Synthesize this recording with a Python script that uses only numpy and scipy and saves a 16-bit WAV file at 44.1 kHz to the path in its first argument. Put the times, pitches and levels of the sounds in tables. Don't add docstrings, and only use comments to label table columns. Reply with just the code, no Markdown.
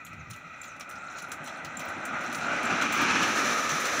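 import sys
import numpy as np
from scipy import signal
from scipy.fft import rfft, irfft
from scipy.io import wavfile
from scipy.ndimage import uniform_filter1d

SR = 44100
rng = np.random.default_rng(int(sys.argv[2]) if len(sys.argv) > 2 else 0)


def dump(signal):
    limited = np.clip(np.atleast_2d(signal).T, -1, 1)
    pcm = np.round(limited * 32767).astype(np.int16)
    wavfile.write(sys.argv[1], SR, pcm)


N = 176400

# start_s, crack_db, knock_db, grit_decay_s
HOOF_STRIKES = [(0.049, -46, -56, .014), (.064, -45, -46, .012), (.131, -53, -48, .016),
                (0.3, -40, -52, .012), (.308, -32.5, -43, 0.0057), (0.332, -48, -42.5, .04),
                (.361, -47, -54, .008), (.633, -45, -43, 0.013), (0.641, -52, -46, 0.032),
                (.763, -59, -51, .012), (.797, -32.5, -44, 0.0074), (.807, -55, -38, .014),
                (0.891, -40.5, -62, .01), (.899, -37, -60, .004), (0.91, -46, -46, 0.018),
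                (0.955, -59, -44, .014), (1.120, -55, -52, 0.011), (1.146, -53, -63, .006),
                (1.169, -55, -47, .02), (1.184, -43, -34, 0.013), (1.222, -35.5, -48, 0.0081),
                (1.317, -29, -33.5, 0.0053), (1.325, -37, -44, .012), (1.441, -40.5, -51, 0.026),
                (1.475, -41, -40.5, 0.0066), (1.571, -54, -51, .006), (1.647, -36, -33.5, .008),
                (1.793, -30.5, -36, 0.0076), (1.802, -48, -37.5, 0.011), (2.052, -31, -38.5, .011),
                (2.209, -41, -44, .01), (2.236, -46, -47, 0.032), (2.326, -34.5, -35, .016),
                (2.346, -35.5, -33.5, 0.032), (2.630, -36, -40, 0.021), (2.812, -35, -30, 0.018),
                (2.821, -43, -28.5, .008), (2.922, -27, -34, 0.027), (2.974, -34, -44, .006),
                (3.014, -27.5, -47, 0.012), (3.229, -28, -29, 0.0071), (3.692, -32, -24.5, .02),
                (3.800, -30, -35, 0.027), (3.854, -28.5, -26.5, .014)]
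# frequency_hz, relative_db
CRACK_SHAPE = [(1500, -60), (3500, -31), (6000, -3.5), (8500, 6), (11000, 2.5), (15000, -4.5)]
KNOCK_SHAPE = [(80, -5), (200, -24), (500, 8), (1400, 13), (2400, 8), (4000, 12.5), (6000, 6), (9000, 2),
               (15000, -9)]
# centre_s, half_length_s, level_db
HOOF_DRAGS = [(0.676, 0.033, -58), (0.937, 0.025, -58), (1.123, 0.016, -53.5), (1.22, 0.055, -54),
              (1.472, 0.03, -49.5), (1.54, 0.038, -63), (2.257, 0.05, -61), (2.403, 0.092, -48.5)]
# frequency_hz, relative_db
FRICTION_SHAPE = [(1200, -15), (3000, -3), (4000, 8.5), (4700, -4), (5300, 0), (6300, -4.5), (8000, 2),
                  (15000, -25)]
# start_s, pitch_hz, level_db
IRON_CLINKS = [(.049, 11650, -27), (0.049, 6800, -40), (0.615, 7450, -25), (1.285, 11500, -39),
               (1.293, 11000, -36), (1.77, 7450, -20), (1.821, 11800, -39), (1.852, 15100, -35),
               (1.888, 11100, -27), (2.653, 7480, -21.5), (2.925, 7460, -21)]
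# frequency_ratio, relative_db, decay_s
IRON_MODES = [(1.001, 1, 0.0026), (1.34, -25, .008)]
# start_s, length_s, from_hz, to_hz, level_db
SQUEAK_GLIDES = [(0.18, .04, 7200, 5800, -60), (0.618, 0.1, 7400, 5920, -52),
                 (1.157, 0.033, 6900, 6630, -51), (3.687, 0.054, 6140, 5930, -33.5)]
# frequency_hz, density_db
RUMBLE_SPECTRUM = [(30, -97), (75, -75), (160, -74), (260, -86.5), (600, -105), (2000, -130)]
# start_s, pitch_hz, level_db
BED_BUMPS = [(1.225, 160, -41), (1.40, 171, -34.5), (1.766, 185, -33.5), (1.87, 89, -35),
             (1.961, 290, -32.5), (2.11, 200, -37), (2.281, 260, -30), (2.63, 228.8, -25.5),
             (2.72, 216, -27), (3.43, 262, -26), (3.719, 155, -27)]
# frequency_hz, density_db
FRONT_SPECTRUM = [(60, -78.5), (150, -76.5), (280, -67.5), (430, -79.5), (570, -69.5), (830, -69),
                  (1060, -76), (1250, -73), (1520, -66.5), (1740, -77), (1980, -71.5), (2220, -82),
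                  (2580, -81.5), (2900, -84), (4000, -84.5), (4700, -101.5), (6000, -96.5), (9000, -103),
                  (15000, -119)]
SIDE_SPECTRUM = [(50, -66), (110, -62), (170, -63), (290, -55.5), (480, -69.5), (850, -63.5), (1250, -63.5),
                 (1600, -60.5), (2000, -66.5), (2750, -65), (3200, -67), (4500, -70), (7200, -79.5),
                 (11000, -84), (15000, -105)]
REAR_SPECTRUM = [(60, -95.5), (240, -58.5), (380, -63), (560, -56.5), (900, -63), (1250, -59), (1450, -59),
                 (1750, -56), (2500, -68.5), (3700, -62), (6000, -68.5), (8000, -71.5), (11500, -72.5),
                 (15000, -85)]
# time_s, gain_db
FRONT_GAIN = [(0, -17.5), (.55, -16), (.88, -11.5), (1.15, -9.5), (1.5, -6), (1.8, -0.5), (2.06, 0),
              (2.16, 4), (2.33, 1.5), (2.52, 4.5), (2.8, 2.5), (3.1, -15), (4, -21)]
# centre_s, half_length_s, pitch_hz, level_db
TREAD_SURGES = [(1.1, 0.27, 1394, -49), (2.18, 0.096, 1434, -42), (2.5, 0.088, 1434, -37.5),
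                (3.555, 0.4, 1260, -42)]
# frequency_hz, density_db
TRAFFIC_SPECTRUM = [(50, -69), (150, -81.5), (300, -89), (470, -94), (750, -91.5), (1050, -104),
                    (1300, -77), (1480, -81.5), (1720, -97), (1980, -75.5), (2200, -91.5), (2480, -81),
                    (2900, -97), (4000, -92), (4800, -106), (7200, -104), (10000, -112), (15000, -118)]
# centre_s, half_length_s, level_db
WIND_PUFFS = [(0.15, 0.041, -41), (0.204, 0.034, -35.5), (0.308, 0.035, -37)]
# frequency_hz, relative_db
WIND_SHAPE = [(30, 11), (80, 9), (160, 5), (230, -11.5), (400, -40), (2000, -77)]
# frequency_hz, gain_db
PORT_RESPONSE = [(25, -32), (45, -26.5), (80, -8.5), (200, -0.5), (1100, 0), (1250, 8.5), (1450, 2),
                 (2000, 1), (2370, 7.5), (3050, -2.5), (3700, -5), (4150, -3), (4700, -8.5), (5500, 0),
                 (6050, 6), (6600, -0.5), (7250, 0.5), (8000, -9.5), (11500, -10), (13700, -13), (15100, 1)]

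CONTACT_S, CRACK_DECAY_S, KNOCK_DECAY_S = 0.00077, 0.0035, 0.01
GRIT_DB, GRIT_FLICKER_DB, GRIT_FLICKER_PER_S = -6, 4.5, 110
GRAINS_PER_S, GRAIN_SPREAD_DB, GRAIN_RING_S = 5200, 5.5, 0.0007
HARNESS_DB, RUSTLE_DB, RUSTLE_PER_S = -62.5, 3, 45
CLINK_RISE_S, CLINK_JITTER, SCRAPE_DB, SCRAPE_DECAY_S = 0.0018, 0.022, -14, 0.0055
SQUEAK_WIDTH_HZ, TREAD_WIDTH_HZ = 450, 130
RUMBLE_LUMPS_DB, CRACKLE_DB, CRACKLE_UNEVEN_DB, APPROACH_DB_PER_S = 5.5, -73, 4, 0.5
BUMP_RISE_S, BUMP_DECAY_S, BUMP_JITTER = 0.0065, 0.023, 0.2017
SPEED_M_S, PASSES_S, LANE_M = 15.4, 3.138, 7.65
SIDE_LEAD_M = 1.14
SIDE_FOCUS, REAR_FOCUS, REAR_FALLOFF = 3.39, 0.67, 0.82
SWELL_DB, FLUTTER_DB = 1.22, 1.28
SCATTER_DB, SCATTER_DELAY_S, SCATTER_DECAY_S = -10, 0.0082, 0.018


def hooves(t, stones):
    crack, grit, knock = np.zeros((3, N))
    for start, crack_db, knock_db, grit_decay_s in HOOF_STRIKES:
        settle = 1 - fade(t, start, CONTACT_S)
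        crack += undb(crack_db) * settle * fade(t, start, CRACK_DECAY_S)
        grit += undb(crack_db + GRIT_DB) * settle * fade(t, start, grit_decay_s)
        knock += undb(knock_db) * settle * fade(t, start, KNOCK_DECAY_S)
    crack_noise = flicker(rng.standard_normal(N))
    knock_noise = flicker(rng.standard_normal(N))
    sharp = colour(crack * crack_noise + grit * stones, CRACK_SHAPE, keep_power=True)
    dull = colour(knock * knock_noise, KNOCK_SHAPE, keep_power=True)
    return sharp + dull


def gravel():
    pitches = np.linspace(1500, 15500, 40)
    age, out = np.arange(256) / SR, np.zeros(N)
    for hz in pitches:
        hits = np.flatnonzero(rng.random(N) < GRAINS_PER_S / len(pitches) / SR)
        sizes, ticks = rng.standard_normal(N)[hits], np.zeros(N)
        ticks[hits] = np.sign(sizes) * undb(GRAIN_SPREAD_DB * np.abs(sizes))
        ring = np.exp(-age / GRAIN_RING_S) * np.sin(2 * np.pi * hz * age)
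        out += signal.oaconvolve(ticks, ring)[:N]
    return flicker(unit(out))


def friction(t, stones):
    harness = undb(HARNESS_DB + RUSTLE_DB * walk(20)) * np.minimum(t, 2)
    texture = flicker(stones, RUSTLE_DB, RUSTLE_PER_S)
    return colour((swells(t, HOOF_DRAGS) + harness) * texture, FRICTION_SHAPE, keep_power=True)


def clinks(t):
    out = np.zeros(N)
    scrape = colour(rng.standard_normal(N), CRACK_SHAPE, keep_power=True)
    clock = np.cumsum(1 + CLINK_JITTER * walk(2000)) / SR
    for start, hz, db in IRON_CLINKS:
        rise = 1 - fade(t, start, CLINK_RISE_S)
        out += undb(db + SCRAPE_DB) * rise * fade(t, start, SCRAPE_DECAY_S) * scrape
        for ratio, mode_db, decay_s in IRON_MODES:
            mode = np.sin(2 * np.pi * hz * ratio * clock)
            out += undb(db + mode_db) * rise * fade(t, start, decay_s) * mode
    return out


def squeaks(t):
    out, rough = np.zeros(N), roughness(SQUEAK_WIDTH_HZ)
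    for start, length, from_hz, to_hz, db in SQUEAK_GLIDES:
        progress = np.clip((t - start) / length, 0, 1)
        phase = 2 * np.pi * np.cumsum(from_hz + (to_hz - from_hz) * progress) / SR
        arch = np.sqrt(progress * (1 - progress))
        out += undb(db) * arch * np.real(rough * np.exp(1j * phase))
    return out


def wheels(t, stones):
    rumble = road_noise(RUMBLE_SPECTRUM) * undb(RUMBLE_LUMPS_DB * walk(24))
    crackle = colour(stones, CRACK_SHAPE, keep_power=True)
    crackle *= undb(CRACKLE_DB + CRACKLE_UNEVEN_DB * walk(34))
    approach_gain = undb(APPROACH_DB_PER_S * (t - 12))
    return (rumble + crackle) * approach_gain


def bumps(t):
    out = np.zeros(N)
    clock = np.cumsum(1 + BUMP_JITTER * walk(200)) / SR
    for start, hz, db in BED_BUMPS:
        envelope = (1 - fade(t, start, BUMP_RISE_S)) * fade(t, start, BUMP_DECAY_S)
        out += undb(db) * envelope * np.sin(2 * np.pi * hz * clock)
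    return out


def car(t):
    along = SPEED_M_S * (t - PASSES_S)
    distance = np.hypot(along, LANE_M)
    nearness, rear_cosine = LANE_M / distance, np.maximum(along / distance, 0)
    side_cosine = LANE_M / np.hypot(along + SIDE_LEAD_M, LANE_M)
    front = road_noise(FRONT_SPECTRUM) * undb(np.interp(t, *np.array(FRONT_GAIN).T))
    side = road_noise(SIDE_SPECTRUM) * side_cosine ** SIDE_FOCUS
    rear = road_noise(REAR_SPECTRUM) * rear_cosine ** REAR_FOCUS * nearness ** REAR_FALLOFF
    return front + side + rear


def tread(t):
    out, rough = np.zeros(N), roughness(TREAD_WIDTH_HZ)
    for centre, half, hz, db in TREAD_SURGES:
        hum = np.real(rough * np.exp(2j * np.pi * hz * t))
        out += swells(t, [(centre, half, db)]) * hum
    return out


def roadside_scatter(t):
    response = rng.standard_normal(N) * fade(t, SCATTER_DELAY_S, SCATTER_DECAY_S)
    return undb(SCATTER_DB) * response / np.linalg.norm(response)


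def far_traffic():
    return road_noise(TRAFFIC_SPECTRUM)


def wind(t):
    return swells(t, WIND_PUFFS) * colour(rng.standard_normal(N), WIND_SHAPE, keep_power=True)


def road_noise(spectrum):
    noise = colour(rng.standard_normal(N) * np.sqrt(SR / 2), spectrum)
    return noise * undb(SWELL_DB * walk(5) + FLUTTER_DB * walk(40))


def flicker(x, depth_db=GRIT_FLICKER_DB, rate=GRIT_FLICKER_PER_S):
    hz, spectrum = np.fft.rfftfreq(N, 1 / SR), rfft(x)
    centres = np.linspace(2000, 16000, 12)
    bands = [irfft(spectrum * np.interp(hz, centres, share), N) for share in np.eye(len(centres))]
    return unit(sum(band * undb(depth_db * np.tanh(walk(rate) / 2) * 2) for band in bands))


def colour(x, points, keep_power=False):
    size = 2 * N
    hz, db = np.array(points, float).T
    gain = undb(np.interp(np.log(np.fft.rfftfreq(size, 1 / SR) + 1), np.log(hz), db))
    cepstrum = irfft(np.log(unit(gain) if keep_power else gain))
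    cepstrum[1:N] *= 2
    cepstrum[N + 1:] = 0
    return irfft(rfft(x, size) * np.exp(rfft(cepstrum)))[:N]


def roughness(width_hz):
    return walk(width_hz * 2) + 1j * walk(width_hz * 2)


def walk(rate):
    hold = max(int(SR / rate), 1)
    steps = np.repeat(rng.standard_normal(N // hold + 1), hold)
    return unit(uniform_filter1d(uniform_filter1d(steps, hold), hold)[:N])


def swells(t, rows):
    return sum(undb(db) * np.exp(-((t - centre) / half) ** 2) for centre, half, db in rows)


def fade(t, start, decay_s):
    return (t >= start) * np.exp(-np.maximum(t - start, 0) / decay_s)


def undb(db):
    return 10 ** (np.asarray(db) / 20)


def unit(x):
    return x / np.sqrt(np.mean(x ** 2))


def scene():
    t = np.arange(N) / SR
    road = car(t) + tread(t) + far_traffic() + wind(t)
    scatter = roadside_scatter(t)
    underfoot, loose = gravel(), gravel()
    cart = hooves(t, underfoot) + friction(t, loose) + wheels(t, loose) + bumps(t)
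    cart += clinks(t) + squeaks(t)
    reflections = signal.fftconvolve(cart, scatter)[:N]
    return (cart + reflections + road)[None]


def record(dry):
    low_pass = signal.ellip(10, .2, 70, 15550, fs=SR, output="sos")
    return signal.sosfilt(low_pass, colour(dry[0], PORT_RESPONSE))[None]


dry = scene()
out = record(dry)
dump(out)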